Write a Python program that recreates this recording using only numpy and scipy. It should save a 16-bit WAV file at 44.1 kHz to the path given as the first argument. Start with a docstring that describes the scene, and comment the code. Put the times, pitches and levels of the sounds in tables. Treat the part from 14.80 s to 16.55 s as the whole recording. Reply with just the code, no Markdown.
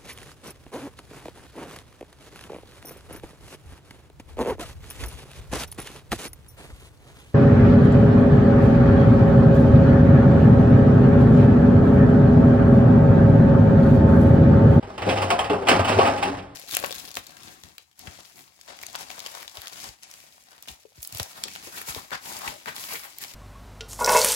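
"""A soft rattle, a low boom and a first knock: something loose tumbles in a washing machine's steel drum.
The load lands in uneven knocks and heavy thuds, and skips along the turning drum between them.
The drum rings like metal and the tub around it booms. The machine stands on a lawn a few metres away
with its door open, so there is no room echo, only a faint outdoor background."""
import sys
import numpy as np
from scipy import signal
from scipy.fft import rfft, irfft
from scipy.io import wavfile
from scipy.ndimage import uniform_filter1d

SR = 44100
rng = np.random.default_rng(int(sys.argv[2]) if len(sys.argv) > 2 else 0)


def wav_out(sig):
    """Save sig, one row per channel (or a flat mono array), as 16-bit PCM at SR to the path in sys.argv[1]."""
    wavfile.write(sys.argv[1], SR, np.round(np.clip(np.atleast_2d(sig).T, -1, 1) * 32767).astype(np.int16))


N = 77175
HZ, TIME = np.fft.rfftfreq(2 * N, 1 / SR), np.arange(N) / SR


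def amp(db):
    """Turns decibels into a gain to multiply by."""
    return 10 ** (np.asarray(db) / 20)


def evened(x):
    """Scales a signal to an average power of 1."""
    return x / np.sqrt(np.mean(x ** 2) + 1e-20)


def over_pitch(points):
    """Joins (pitch, value) points into a curve over all frequencies."""
    hz, value = np.transpose(points)
    return np.interp(np.log(HZ + 1), np.log(hz + 1), value)


def over_time(points):
    """Joins (time, decibel) points into a gain for every sample."""
    return amp(np.interp(TIME, *np.transpose(points)))


def filtered(x, gain):
    """Applies a gain to each frequency."""
    return irfft(rfft(x, 2 * N) * gain)[..., :N]


def noise(gain):
    """Two unrelated noises with the same tone colour."""
    return evened(filtered(rng.standard_normal((2, N)), gain))


def steadied(x, seconds):
    """Takes the slow swells out of a noise."""
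    power = uniform_filter1d(x ** 2, int(seconds * SR))
    return x / np.sqrt(abs(power) + 1e-12)


def dying(t, fade_s):
    """A fade; every fade_s here is the time it takes to fall by 60 dB."""
    return amp(-60 * t / fade_s)


def add(mix, start_s, sound):
    """Mixes a sound in at a given time."""
    part = mix[..., round(start_s * SR):]
    part += sound[..., :part.shape[-1]]


def outdoor_air(level_db=-46):
    """A faint, steady background, mostly low in pitch."""
    # tone of the background: pitch_hz, relative_db
    colour = [(25, -3), (70, 12.5), (200, -0.5), (770, -3), (3000, -18), (7000, -34), (15000, -50)]
    return amp(level_db) * noise(amp(over_pitch(colour)))


def rattle(taps_per_s=260, spread_db=2, trim_db=-7):
    """The load slides and skips along the drum, making many small random taps."""
    # how the rattling swells and sinks: time_s, relative_db
    loudness = [(0, -51), (.11, -35), (.17, -41), (.2, -34), (.3, -23), (.45, -23), (.54, -25),
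                (.66, -35.5), (.86, -29.5), (.92, -13.5), (1.03, -23), (1.13, -18.5), (1.27, -17.5),
                (1.41, -25.5), (1.48, -21), (1.62, -37.5), (1.75, -60.5)]
    # tone of the rattle as picked up, with a slight notch in the highest treble: pitch_hz, relative_db
    colour = [(50, -24), (170, -9.5), (400, -1), (800, -2.5), (2800, -20), (4000, -25), (5000, -23.5),
              (6400, -28.5), (9000, -35.5), (12800, -46), (15000, -43)]
    hits = rng.random(N) < taps_per_s / SR
    taps = hits * amp(spread_db * np.minimum(rng.exponential(1, N), 3))
    power = signal.fftconvolve(taps ** 2, dying(TIME, fade_s=0.055) ** 2)[:N]
    tapping = np.sqrt(abs(power)) * noise(amp(over_pitch(colour)))
    return amp(trim_db) * over_time(loudness) * evened(tapping)


def tub_boom(trim_db=-0.5):
    """The rolling load shakes the tub, which booms at its own low pitch."""
    # how the boom swells and sinks: time_s, relative_db
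    loudness = [(0, -72), (.052, -38.5), (.146, -64), (.252, -30), (.476, -30.5), (.56, -46), (.79, -37.5),
                (.85, -41), (1.02, -29.5), (1.25, -31), (1.41, -44.5), (1.6, -40.5), (1.75, -75)]
    # tone of the boom: pitch_hz, relative_db
    colour = [(20, -39), (50, -24), (72, -20), (88, -1.5), (98, 2), (112, -7.5), (140, -18), (300, -15),
              (1000, -141)]
    rumble = steadied(noise(amp(over_pitch(colour))), seconds=0.055)
    return amp(trim_db) * over_time(loudness) * rumble


def knocks(hold_s=0.0069, hard_s=0.0012, grain_s=0.0023, grain_db=0.5):
    """Each knock is a grainy crash: it builds, holds as the load lands, drops fast and leaves a tail."""
    # knocks of the load (a short rise is a blow, a long one a scrape), with relative levels in four
    # bands from low to high: start_s, rise_s, thud_db, clang_db, clatter_db, tick_db
    strikes = [(.024, 0.0049, -37.5, -38, -47, -60), (.178, 0.0014, -34.5, -31, -37, -50.5),
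               (.220, 0.00085, -28.5, -30, -33, -49.5), (0.262, 0.0054, -17.5, -34, -36, -46),
               (.286, 0.0085, -20.5, -27, -23.5, -38), (.322, .004, -34, -32.5, -43, -48),
               (0.366, 0.0059, -26, -25, -28.5, -43), (0.416, 0.0048, -23, -22.5, -28, -37.5),
               (0.5029, 0.00072, -25, -17.5, -23.5, -33.5), (.589, 0.0013, -36, -18.5, -28, -36),
               (0.642, 0.0017, -26, -47, -33, -45.5), (0.696, 0.0035, -18, -21, -29, -44.5),
               (0.731, 0.0014, -18, -25, -39, -49.5), (0.817, 0.0094, -23.5, -33, -43, -55),
               (0.868, 0.0044, -25.5, -20, -25, -39.5), (.884, 0.0027, -17, -14.5, -13.5, -24.5),
               (0.914, 0.003, -14, -20, -24, -42), (0.993, 0.00097, -17.5, -19.5, -29, -42),
               (1.041, 0.009, -41, -28, -29, -39), (1.066, 0.023, -33, -20.5, -24, -35.5),
               (1.117, 0.0036, -20, -25.5, -27.5, -46), (1.185, 0.0034, -20, -17, -22.5, -40),
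               (1.244, 0.021, -26, -17.5, -25.5, -38.5), (1.374, 0.0028, -36, -52, -35.5, -45.5),
               (1.425, 0.0024, -45, -23, -25.5, -37), (1.588, 0.00067, -34.5, -43, -43.5, -65.5)]
    # borders between the four bands: pitch_hz
    borders = [627, 1650, 5180]
    # how each band dies away: trim_db, first_fade_s, tail_db, tail_fade_s
    fades = [(-8.5, 0.13, -10, 0.39), (-6, 0.18, -10, 0.94), (-2.5, 0.16, -19.5, 0.74),
             (-2.5, 0.15, -17, 0.17)]
    # tone of the knocks: pitch_hz, relative_db
    colour = [(60, -32), (140, -7), (220, -5.5), (400, 3), (600, 0), (820, 2), (1300, -3.5), (1850, -11.5),
              (2800, -6.5), (4000, -22), (4900, -19.5), (6400, -27.5), (8200, -27), (10500, -33),
              (12800, -37.5), (15000, -37)]
    below = [0] + [1 / (1 + (HZ / hz) ** 8) for hz in borders] + [1]
    grain = evened(uniform_filter1d(rng.standard_normal(N), int(grain_s * SR)))
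    after_hold = np.maximum(TIME - hold_s, 0)
    out = np.zeros((2, N))
    for band, (trim_db, first_fade_s, tail_db, tail_fade_s) in enumerate(fades):
        fall = dying(after_hold, first_fade_s) + amp(tail_db) * dying(after_hold, tail_fade_s)
        crack = 1.02 * dying(TIME, fade_s=0.047) * (band > 1)  # clatter and tick only
        power = np.zeros(N)
        for start_s, rise_s, *band_db in strikes:
            blow = fall + crack / (1 + (rise_s / hard_s) ** 2)  # quicker blows crack more
            rise = np.linspace(0, blow[0], int(rise_s * SR))
            shape = np.concatenate([rise, blow])
            add(power, start_s, (amp(band_db[band] + trim_db) * shape) ** 2)
        band_colour = amp(over_pitch(colour)) * np.sqrt(abs(below[band + 1] - below[band]))
        out += np.sqrt(power) * steadied(noise(band_colour), seconds=0.0077)
    return out * evened(amp(grain_db * grain))


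def ringing_drum(hits, low_hz=918.8, high_hz=11090, shell_tones=160, shell_db=-9):
    """Hits make the drum ring at its main pitches, and its thin shell at a crowd of high ones."""
    # the drum's natural tones: pitch_hz, boost_db (over the plain hit), fade_s
    tones = [(189, 7, 0.23), (233.8, 6, 0.62), (271.8, 9, 0.5), (386.7, 3, 0.3), (538, 9, 0.81),
             (634.6, 6.5, 0.71), (701, 3.5, 0.56), (814, -0.5, 0.04), (1190, 3, 0.95)]
    body = 1 + sum(amp(db) / (1 + 1j * (HZ - hz) * 2 * np.pi * fade_s / np.log(1000))
                   for hz, db, fade_s in tones)
    t = TIME[:SR // 2]
    shimmer = np.zeros(len(t))
    for place, phase in rng.random((shell_tones, 2)):
        hz = low_hz * (high_hz / low_hz) ** place
        shimmer += np.sqrt(hz) * np.sin(2 * np.pi * (hz * t + phase))
    shell = rfft(shimmer * dying(t, fade_s=0.19), 2 * N)
    in_range = (HZ > low_hz) & (HZ < high_hz)
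    shell /= np.sqrt(np.mean(abs(shell[in_range]) ** 2))
    return filtered(hits, body + amp(shell_db) * shell)


def metal_notes(rise_s=0.0036, max_detune=0.026, partner_db=-6.5):
    """A spot struck squarely sings on with two close pitches, which together make it waver."""
    # notes of the spots the load strikes: start_s, pitch_hz, relative_db, fade_s
    notes = [(.074, 388, -31.5, .25), (.268, 399, -17, 0.17), (.318, 537, -20.5, 0.25),
             (.514, 698, -17.5, 0.26), (.591, 3170, -18.5, 0.048), (.594, 841, -19, 0.056),
             (0.698, 294, -21.5, 0.24), (.704, 417, -17.5, 0.27), (0.784, 393.6, -23, 0.49),
             (.885, 2680, -37, 0.098), (1.045, 2980, -24.5, 0.083), (1.192, 536, -14, .2),
             (1.203, 1132, -14, 0.21), (1.246, 675, -19.5, 0.44), (1.428, 840.5, -21, 0.28),
             (1.50, 282, -33.5, .7)]
    out = np.zeros((2, N))
    for start_s, hz, db, fade_s in notes:
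        phase, partner_phase, detune = rng.random(3)
        shape = np.minimum(TIME / rise_s, 1) * dying(TIME, fade_s)
        partner_hz = hz * (1 + max_detune * (2 * detune - 1))
        note = np.exp(2j * np.pi * (hz * TIME + phase))
        note += amp(partner_db) * np.exp(2j * np.pi * (partner_hz * TIME + partner_phase))
        pair = np.array([note.imag, note.real * np.sign(phase - 0.5)])  # a quarter cycle apart
        add(out, start_s, amp(db) * shape * pair)
    return out


def thuds():
    """The load lands with its full weight and muffles what it hits, so drum or tub swings only briefly."""
    # heavy landings: start_s, pitch_hz, length_s, relative_db
    landings = [(.268, 528, 0.028, -19.5), (0.643, 88, 0.037, -37.5), (.987, 96, 0.047, -20),
                (.994, 650, 0.0081, -16), (1.141, 97.5, .06, -25), (1.1855, 409, 0.013, -7.5),
                (1.189, 648, 0.01, -8.5), (1.288, 763, 0.012, -15.5)]
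    out = np.zeros((2, N))
    for start_s, hz, length_s, db in landings:
        swell = np.sin(np.pi * np.minimum(TIME / length_s, 1))
        add(out[0], start_s, amp(db) * swell * np.sin(2 * np.pi * hz * TIME))
    return out


def microphones(x):
    """Two microphones hear nearly the same sound: x[0] is what they share, x[1] sets them apart."""
    # how alike the two sides are: pitch_hz, likeness (0 to 1)
    likeness = [(100, .99), (380, .92), (560, .5), (680, .75), (1200, .72), (1550, .4), (3000, .9),
                (4300, .62), (9000, .95)]
    # how much louder the left is: pitch_hz, left_minus_right_db
    balance = [(100, 0.1), (520, 0.5), (800, 5), (1150, -1), (1600, -8.5), (2100, 10), (2450, -6.5),
               (3000, -7), (4800, -8), (7300, -0.5)]
    # how far the left wave runs ahead: pitch_hz, lead_radians
    lead = [(400, 0), (1000, -1.3), (1500, -1.4), (1950, .4), (2400, -1), (4800, -.8), (5600, 2.4),
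            (6700, 3.1), (7800, 6), (10200, 6.4), (11800, 9.1), (13800, 9.7), (14800, 12.4)]
    same = over_pitch(likeness)
    shared = filtered(x[0], np.sqrt((1 + same) / 2))
    apart = filtered(x[1], np.sqrt((1 - same) / 2))
    lean = amp(over_pitch(balance) / 2) * np.exp(0.5j * over_pitch(lead))
    return np.array([filtered(shared + apart, lean), filtered(shared - apart, 1 / lean)])


def scene():
    """The tumbling machine over the still outdoor air."""
    machine = ringing_drum(knocks() + rattle()) + metal_notes() + thuds() + tub_boom()
    return microphones(machine + outdoor_air())


def record(dry):
    """Cuts away the very highest treble."""
    cutoff_hz = 16000
    low_pass = signal.firwin(511, cutoff_hz, window=("kaiser", 9), fs=SR)
    return signal.oaconvolve(dry, low_pass[None], "same")


dry = scene()
out = record(dry)
wav_out(out)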